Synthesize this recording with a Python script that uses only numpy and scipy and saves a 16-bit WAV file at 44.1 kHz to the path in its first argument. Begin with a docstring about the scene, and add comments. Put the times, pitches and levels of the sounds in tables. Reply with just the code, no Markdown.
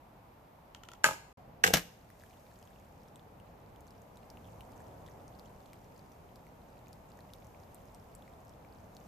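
"""In a forest, a wooden crossbow is heard from beside the archer, then, after a short silence, at the target.
The trigger creaks with clicks, knocks and scrapes; string and stock ring as decaying modes with noisy cracks.
The bolt punches a full plastic bottle: modes, cracks and a burst of spray. Water then patters and drips
as noisy splats with rising bubble tones. Tree trunks return echoes of scattered noise,
and wind murmurs far off in the trees as dull noise under a faint, even hiss."""
import sys
import numpy as np
from scipy import signal
from scipy.fft import rfft, irfft, next_fast_len
from scipy.io import wavfile
from scipy.ndimage import uniform_filter1d, map_coordinates

SR = 44100
rng = np.random.default_rng(int(sys.argv[2]) if len(sys.argv) > 2 else 0)


def pcm_store(signal):
    """Save signal as 16-bit PCM."""
    levels = np.round(np.clip(np.atleast_2d(signal), -1, 1) * 32767)
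    wavfile.write(sys.argv[1], SR, levels.astype(np.int16).T)


N = 399987

# All levels are relative. Spectra hold pitch_hz [Hz], density_db [dB per Hz].
# silence between the two listening places: start_s [s], end_s [s]
SILENCE = (1.328, 1.373)
# likeness of the left and right channels: pitch_hz [Hz], likeness [-1 to 1]
LIKENESS = [(50, 1), (200, 0.91), (500, 0.52), (1000, 0.095), (2500, 0.11), (6000, 0.19), (14000, .5)]
# wind in the crowns above the target: start_s [s], level_db [dB]
WIND_LEVEL = [(1.4, -60), (1.7, -61), (1.91, -63.5), (3.55, -60), (4.08, -60.5), (4.87, -56.5), (5.06, -57),
              (5.87, -60.5), (9.05, -59.5)]
# wind murmur at the target: pitch_hz [Hz], density_db [dB per Hz]
MURMUR_AT_TARGET = [(13, -48), (22, -13), (43, -3), (76, -3), (103, -0.5), (134, -4), (172, -3.5),
                    (346, -11.5), (462, -8.5), (726, -7.5), (910, -9.5), (1460, -23), (3000, -41),
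                    (3900, -52.5), (6600, -120)]
# wind murmur beside the archer: pitch_hz [Hz], density_db [dB per Hz]
MURMUR_BESIDE_ARCHER = [(15, -23.5), (30, -7), (58, -1), (80, -5), (118, -2), (170, -5), (250, -7),
                        (420, -11), (720, -6), (950, -7), (1400, -19.5), (3000, -43.5)]
# even hiss: pitch_hz [Hz], density_db [dB per Hz]
HISS_SPECTRUM = [(700, -25), (1200, -9), (2400, -11), (3200, -16.5), (5400, -22), (8300, -27.5),
                 (10000, -28), (13800, -18.5), (15500, -28.5)]
# dense echo from near trunks: pitch_hz [Hz], density_db [dB per Hz]
NEAR_TRUNKS = [(80, -4.5), (200, 7), (500, -6.5), (900, -4), (1600, -10), (2600, -0.5), (4500, -5.5),
               (14000, 4.5)]
# long echo from far trunks: pitch_hz [Hz], density_db [dB per Hz]
FAR_TRUNKS = [(80, 0.5), (200, 1), (500, -2.5), (900, -7), (1600, -9.5), (2600, -2), (4500, -2),
              (14000, -3.5)]
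# water running from the pierced bottle: start_s [s], level_db [dB]
LEAK_FLOW = [(2.0, -79), (2.25, -71.5), (3.49, -82.5), (4.55, -73), (6.83, -77.5), (7.56, -74),
             (8.75, -77.5), (9.05, -73)]
# fine fizz of the leak: pitch_hz [Hz], density_db [dB per Hz]
FIZZ_SPECTRUM = [(1200, -10.5), (2200, -3), (4000, -5), (6500, -0.5), (9500, -6.5), (13500, -2),
                 (16000, -13)]
# largest drops on the ground: start_s [s], level_db [dB], pitch_hz of the bubble [Hz], treble_db share [dB]
LARGE_DRIPS = [(2.1025, -49, 1820, -18), (2.2368, -44, 1680, -28), (2.6272, -50, 2970, -15),
               (3.1582, -45, 3450, -19), (3.807, -47.5, 6820, -21), (3.9071, -42, 5220, -27),
               (4.172, -46.5, 3780, -25), (4.3019, -41, 4970, -24), (4.372, -45, 2710, -34),
               (4.6079, -41, 2870, -32), (5.2799, -45, 6060, -23), (5.3955, -44, 4310, -24),
               (5.7324, -46.5, 2140, -13), (6.3583, -45.5, 4770, -25), (6.9304, -43, 4740, -20),
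               (7.3357, -39.5, 3620, -16.5), (7.7457, -37.5, 8380, -18), (7.9472, -41, 5500, -24),
               (8.1509, -38.5, 7590, -21), (8.9675, -42, 4250, -25)]
# gush from the hole: pitch_hz [Hz], density_db [dB per Hz]
GUSH_SPECTRUM = [(60, -9), (190, 9.5), (400, 2.0), (1000, 1.0), (1700, 5), (3000, -3),
                 (6000, -5), (9500, -10.5), (14000, -13.0)]
# bolt through both walls, then buckling plastic:
# start_s [s], ring_db [dB], bright_hz [Hz], crack_db [dB], crack_t60_s [s]
BOTTLE_CONTACTS = [(1.7325, -39, 3985, -43.5, .04), (1.735, -33, 4000, -31, 0.058),
                   (1.7378, -8, 6000, -12, 0.012), (1.7395, 3, 2495, -18.5, .03),
                   (1.7458, -9.5, 4500, -21, 0.026), (1.7575, -15.5, 3500, -36, .04),
                   (1.7695, -14.5, 2990, -30.5, .055)]
# ringing of the full bottle: pitch_hz [Hz], t60_s [s], level_db [dB]
BOTTLE_RING = [(88, 0.14, -44.5), (174, 0.0807, -26.5), (208.3, 0.054, -24), (331.3, 0.054, -33.5),
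               (470, 0.058, -31), (700, 0.016, -12), (874, 0.022, -28.5), (1657, 0.079, -26.5),
               (1940, 0.027, -29), (2160, .04, -24), (2985, 0.026, -14)]
# cracking of the bottle wall: pitch_hz [Hz], density_db [dB per Hz]
BOTTLE_CRACK_SPECTRUM = [(25, -9), (70, -7), (230, 6.5), (450, -6.5), (1100, -2), (1900, 5), (3500, -0.5),
                         (6000, 2.5), (9500, -10.5), (13500, -3), (16000, -16.5)]
# stick-slips of the trigger: start_s [s], level_db [dB], scrape_db [dB]
TRIGGER_SLIPS = [(0.7479, -38.5, -63), (0.8349, -41, -63), (0.887, -39, -64.5), (0.917, -42, -65),
                 (0.935, -41, -66)]
# ringing of the wooden catch: pitch_hz [Hz], t60_s [s], level_db [dB]
CATCH_RING = [(980, 0.0332, -15), (1360, 0.028, -8.5), (1840, 0.014, -11.5), (3210, .03, -26),
              (4810, 0.0082, -19)]
# click of the catch: pitch_hz [Hz], density_db [dB per Hz]
CLICK_SPECTRUM = [(500, -22.0), (3000, 4.5), (4200, -7.5), (6800, 0.5), (9500, -22), (14000, -12.5)]
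# scrape of the catch: pitch_hz [Hz], density_db [dB per Hz]
SCRAPE_SPECTRUM = [(1200, -29), (2500, -4.5), (3200, 1.5), (4200, -10.5), (12000, -23.0)]
# a faint swish of the travelling string, then hard contacts of string and stock, beside the archer: # start_s
# [s], ring_db [dB], bright_hz [Hz], crack_db [dB], crack_t60_s [s]
CONTACTS_BESIDE_ARCHER = [(1.0367, -36.5, 2500, -45, .03), (1.0403, -22.5, 2497, -34, 0.026),
                          (1.0423, 0, 2990, -11.5, .0065), (1.0442, -6, 2507, -31.5, .02),
                          (1.0488, -9, 6000, -35.5, 0.065), (1.0535, -9.5, 2963, -35.5, .04),
                          (1.0595, -8.5, 1781, -30, .07)]
# the same swish and contacts heard from ahead, at the target: # start_s [s], ring_db [dB], bright_hz [Hz],
# crack_db [dB], crack_t60_s [s]
CONTACTS_AT_TARGET = [(1.6365, -31.5, 3010, -36.5, .02), (1.6388, 2, 4000, -16.5, 0.018),
                      (1.6415, -2.5, 2660, -34, .02), (1.6455, -3, 1333, -24, 0.035),
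                      (1.6648, -15.5, 5000, -26, 0.054), (1.6758, -14, 3464, -23, 0.019)]
# ringing of stock, limbs and string: pitch_hz [Hz], t60_s [s], beside_archer_db [dB], at_target_db [dB]
BOW_RING = [(95.15, 0.07, -49.5, -47.5), (170, 0.13, -52.5, -43), (298, 0.033, -44, -47.5),
            (461, .05, -43.5, -32), (545, 0.069, -40.5, -43), (648, 0.043, -35, -45.5),
            (787.3, 0.02, -30.5, -24), (901, 0.035, -21, -47.5), (1250, .035, -17.5, -23),
            (1620, .016, -4.5, -21.5), (1605, 0.024, -30.5, -5.5), (1945, .017, -14.5, -8.5),
            (2234, .03, -24.5, -24), (2750, 0.019, -24.5, -13.5)]
# crack of string on stock: pitch_hz [Hz], density_db [dB per Hz]
BOW_CRACK_SPECTRUM = [(25, -16), (70, -14), (400, 1), (1500, 3), (2500, 4), (4000, 0.5), (6800, 2),
                      (9500, -9.5), (13500, -7.5), (16000, -17.5)]

TIME = np.arange(N) / SR
AGE = TIME[:SR // 2]   # seconds since the onset of a short sound
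LEFT_RIGHT = np.array([[1], [-1]])   # gain in dB times this tilts a sound left, or right if negative


def from_db(db):
    """Turn decibels into amplitude gain."""
    return 10 ** (np.asarray(db) / 20)


def rms_one(x):
    """Scale to unit power."""
    return x / np.sqrt(np.mean(x ** 2) + 1e-20)


def fade(t60, age=AGE):
    """Lose energy exponentially, falling 60 dB in t60 seconds."""
    return np.exp(-np.log(1000) * age / max(t60, 1e-4))


def at_hz(points, hz):
    """Read a spectrum on a log-frequency axis."""
    known, values = np.transpose(points)
    return np.interp(np.log(np.maximum(hz, 1)), np.log(known), values)


def add(out, start_s, sound):
    """Mix a sound in from start_s."""
    start = int(round(start_s * SR))
    out[..., start:start + sound.shape[-1]] += sound[..., :N - start]


def butter(x, hz, kind, order=2):
    """Filter causally, low- or high-pass."""
    sos = signal.butter(order, min(hz, SR / 2 - 1), kind, fs=SR, output="sos")
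    return signal.sosfilt(sos, x)


def colour(white, spectrum):
    """Shape two white signals into a stereo pair of unit power, most alike in the bass."""
    size = next_fast_len(white.shape[-1])
    hz = np.arange(size // 2 + 1) * SR / size
    alike = np.clip(at_hz(LIKENESS, hz), -1, 1)
    mid, side = rfft(white, size) * from_db(at_hz(spectrum, hz))
    pair = np.sqrt(1 + alike) * mid + np.sqrt(1 - alike) * side * LEFT_RIGHT
    return rms_one(irfft(pair, size)[:, :white.shape[-1]])


def noise(spectrum, size=N):
    """Make coloured stereo noise of unit power."""
    return colour(rng.standard_normal((2, size)), spectrum)


def forest(x, near_db, near_t60, far_db, far_t60):
    """Near trunks scatter sound into a dense tail, far ones into a faint longer tail."""
    age = TIME[:SR]
    near = from_db(near_db) * fade(near_t60, age) * noise(NEAR_TRUNKS, size=SR)
    far = from_db(far_db) * fade(far_t60, age) * noise(FAR_TRUNKS, size=SR)
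    echo = (near + far) * (1 - np.exp(-age / 0.0013))
    return x + signal.fftconvolve(x, echo, axes=1)[:, :N]


def ring_of(modes, bright_hz):
    """A struck body rings in decaying modes; a duller contact excites fewer high ones."""
    ring = np.zeros(len(AGE))
    for k, (hz, t60, db) in enumerate(modes):
        reach = np.exp(-(hz / bright_hz) ** 2)
        ring += (-1) ** k * from_db(db) * reach * fade(t60) * np.sin(2 * np.pi * hz * AGE)
    return ring


def crack_of(spectrum, t60, grain_db, width_db):
    """Breaking contact crackles as dying noise whose loudness jumps from sample to sample."""
    jumps_db = grain_db * np.clip(rng.standard_normal(len(AGE)), -2, 2)
    grains = rng.standard_normal((2, len(AGE))) * from_db(jumps_db)
    dying = fade(t60)
    crack = colour(grains * from_db([[0], [width_db]]), spectrum) * dying
    # the blow sets the energy, chance only the grain
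    return rms_one(crack) * np.sqrt(np.mean(dying ** 2))


def blows(contacts, modes, crack_spectrum, rise_s, left_lag_ms, grain_db, width_db):
    """Each contact crackles and rings the body; the left channel can lag."""
    out = np.zeros((2, N))
    swell = 1 - np.exp(-AGE / rise_s)   # the blow takes a moment to spread through the body
    for start_s, ring_db, bright_hz, crack_db, crack_t60 in contacts:
        ring = swell * ring_of(modes, bright_hz)
        crack = crack_of(crack_spectrum, crack_t60, grain_db, width_db)
        add(out, start_s, from_db(ring_db) * ring + from_db(crack_db) * crack)
    lagged = np.arange(N) - left_lag_ms / 1000 * SR
    out[0] = map_coordinates(out[0], [lagged], order=3)
    return out


def drop(hz, cycles, splat_db):
    """A drop makes a sharp splat and a tiny bubble that rises in pitch as it dies."""
    age = AGE[:SR // 50]
    life = cycles / hz   # seconds to fall 60 dB
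    bubble = np.sin(2 * np.pi * hz * (age + .06 * age ** 2 / life)) * fade(life, age)
    burst = rng.choice([-1, 1], len(age)) * fade(.003, age)
    splat = butter(burst, max(hz * .9, 3300), "high", order=3)
    return (bubble + from_db(splat_db) * splat) * (1 - np.exp(-age / 0.00013))


def wind(beside_db, target_db, hiss_db):
    """Distant crowns murmur, evenly beside the archer and in swells at the target, under an even hiss."""
    beside = from_db(beside_db) * noise(MURMUR_BESIDE_ARCHER)
    gust_db = target_db + np.interp(TIME, *np.transpose(WIND_LEVEL))
    at_target = from_db(gust_db) * noise(MURMUR_AT_TARGET)
    murmur = np.where(TIME < SILENCE[0], beside, at_target)
    return murmur + from_db(hiss_db) * noise(HISS_SPECTRUM)


def trickle(per_s, drop_db, spread_db, fizz_db):
    """The leak patters on the needles in little spurts over a fine fizz, both following the flow."""
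    flow = from_db(np.interp(TIME, *np.transpose(LEAK_FLOW)))
    flow = flow * np.interp(TIME, [1.75, 1.95], [0, 1])
    spurts = rng.exponential(1, 100)   # how thickly drops fall in each tenth of a second or so
    patter = np.zeros((2, N))
    candidates = 1500
    for when, chance, pitch, size, side in rng.random((candidates, 5)):
        density = spurts[int(when * len(spurts))]
        if chance < density * per_s * TIME[-1] / candidates:
            sound = drop(2100 + 6700 * pitch, cycles=20, splat_db=-8)
            level_db = drop_db + spread_db * min(-np.log(size), 3)
            tilt_db = 3.14 * (side - 2.0) * LEFT_RIGHT   # scattered to the right
            add(patter, when * TIME[-1], sound * from_db(level_db + tilt_db))
    return flow * (patter + from_db(fizz_db) * noise(FIZZ_SPECTRUM))


def small_drips(times, level_db):
    """Small drops of chance loudness and pitch, with a splat beside each bubble."""
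    low_hz, high_hz, spread_db, splat_db = 1590, 7260, 1.5, -3.5
    out = np.zeros(N)
    chances = rng.standard_normal((len(times), 2))
    for start_s, (size, splat), pitch in zip(times, chances, rng.random(len(times))):
        hz = low_hz + (high_hz - low_hz) * pitch
        sound = drop(hz, cycles=19, splat_db=splat_db + spread_db * splat)
        add(out, start_s, from_db(level_db + spread_db * size) * sound)
    return out


def drips():
    """Below the bottle, thrown water falls in a soft shower, the leak drips and large drops tick."""
    start_s, shower_mean_s, end_s = 2.15, .3, TIME[-1]
    shower = start_s + shower_mean_s * rng.exponential(1, size=24)
    dripping = rng.uniform(start_s, end_s, size=55)
    # thrown water lands more softly than the leak's drops
    out = small_drips(shower[shower < end_s], level_db=-55.5)
    out = out + small_drips(dripping, level_db=-50.5)
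    usual_treble_db = np.mean(LARGE_DRIPS, axis=0)[-1]
    for start_s, level_db, hz, treble_db in LARGE_DRIPS:
        # the splat partly follows the treble share of each drop
        splat_db = -0.5 + 0.58 * (treble_db - usual_treble_db)
        add(out, start_s, from_db(level_db) * drop(hz, cycles=14, splat_db=splat_db))
    stereo = out * from_db(.6 * LEFT_RIGHT)
    return forest(stereo, near_db=-26.0, near_t60=0.057, far_db=-64, far_t60=0.46)


def spray(start_s, gush_db, gush_t60, drop_db, mean_flight_s):
    """Water bursts from the hole: a lumpy gush, then droplets that thin out and grow fainter."""
    out = np.zeros((2, N))
    lumps = np.abs(rms_one(butter(rng.standard_normal(len(AGE)), 280, "low")))
    envelope = (1 - np.exp(-AGE / 0.0046)) * fade(gush_t60)
    gush = noise(GUSH_SPECTRUM, size=len(AGE)) * lumps * envelope
    add(out, start_s, from_db(gush_db) * gush)
    for flight, pitch, side in rng.random((90, 3)):
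        flight_s = -np.log(flight) * mean_flight_s
        sound = drop(1500 * 5 ** pitch, cycles=19, splat_db=-5.5) * fade(0.27, flight_s)
        tilt_db = 6 * (side - 1.5) * LEFT_RIGHT   # scattered to the right
        add(out, start_s + flight_s, sound * from_db(drop_db + tilt_db))
    return out


def bottle():
    """The thin wall cracks, the mass of water thumps and sprays out."""
    hit = blows(BOTTLE_CONTACTS, BOTTLE_RING, BOTTLE_CRACK_SPECTRUM,
                rise_s=0.0022, left_lag_ms=0, grain_db=1.5, width_db=-4.5)
    hit = hit + spray(start_s=1.749, gush_db=-23, gush_t60=0.13, drop_db=-37.0, mean_flight_s=0.097)
    stereo = hit * from_db(.5 * LEFT_RIGHT)
    return forest(stereo, near_db=-41.5, near_t60=0.22, far_db=-54.5, far_t60=0.52)


def trigger():
    """Each slip of the sticking catch gives a fine click, a small wooden knock and a short scrape."""
    out = np.zeros((2, N))
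    for start_s, level_db, scrape_db in TRIGGER_SLIPS:
        knock = np.zeros(len(AGE))
        for hz, t60, mode_db in CATCH_RING:
            gain = from_db(mode_db + rng.normal(0, 2))   # each slip strikes the modes a little differently
            knock += gain * fade(t60) * np.sin(2 * np.pi * hz * AGE)
        click = noise(CLICK_SPECTRUM, size=len(AGE)) * fade(0.013)
        scrape = noise(SCRAPE_SPECTRUM, size=len(AGE)) * np.exp(-((AGE - .017) / 0.006) ** 2)
        add(out, start_s, from_db(level_db - 6) * click)
        add(out, start_s + 0.00089, from_db(level_db - 0.5) * knock)
        add(out, start_s, from_db(scrape_db) * scrape)
    return forest(out, near_db=-35.5, near_t60=0.23, far_db=-56.5, far_t60=0.67)


def rebounds(first_s, ring_db, bright_hz, crack_db, loss_db, count):
    """The slack string swings back against the stock at a steady pace, ever more softly."""
    spacing_s, crack_t60_s = .0221, .04
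    contacts = []
    for k in range(count):
        ring = ring_db - loss_db * k ** 3   # slow loss at first, then faster
        contacts.append((first_s + k * spacing_s, ring, bright_hz, crack_db - loss_db * k, crack_t60_s))
    return contacts


def crossbow():
    """String hits stock and rebounds, heard from beside the archer and then from ahead at the target."""
    modes = np.array(BOW_RING)
    near = CONTACTS_BESIDE_ARCHER + rebounds(first_s=1.0645, ring_db=4.5, bright_hz=950,
                                             crack_db=-41.5, loss_db=.8, count=4)
    far = CONTACTS_AT_TARGET + rebounds(first_s=1.6595, ring_db=7.5, bright_hz=820,
                                        crack_db=-43.5, loss_db=0.1, count=3)
    beside = blows(near, modes[:, [0, 1, 2]], BOW_CRACK_SPECTRUM,
                   rise_s=0.00041, left_lag_ms=.11, grain_db=6, width_db=-3.5)
    ahead = blows(far, modes[:, [0, 1, 3]], BOW_CRACK_SPECTRUM,
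                  rise_s=0.00078, left_lag_ms=0.37, grain_db=4.5, width_db=-1.5)
    beside = forest(beside, near_db=-29.0, near_t60=0.23, far_db=-47.5, far_t60=0.55)
    ahead = forest(ahead, near_db=-31.0, near_t60=0.2, far_db=-49.5, far_t60=.6)
    return beside + ahead


def scene():
    """Sum all sources, with a brief silence between the two listening places."""
    background = wind(beside_db=-59, target_db=4, hiss_db=-71.5)
    water = drips() + trickle(per_s=110, drop_db=9.5, spread_db=3.5, fizz_db=-0.5)
    outside_silence = (TIME < SILENCE[0]) | (TIME > SILENCE[1])
    heard = uniform_filter1d(1. * outside_silence, size=100)   # edges of about 2 ms
    return heard * (background + water + bottle() + trigger() + crossbow())


def record(dry):
    """The microphone signal has its loudest peaks rounded and its top cut steeply."""
    rounded = 0.86 * np.tanh(dry / 0.75)
    cutoff_hz = 14600
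    low_pass = signal.ellip(10, .2, 80, cutoff_hz, fs=SR, output="sos")
    return signal.sosfilt(low_pass, rounded)


dry = scene()
out = record(dry)
pcm_store(out)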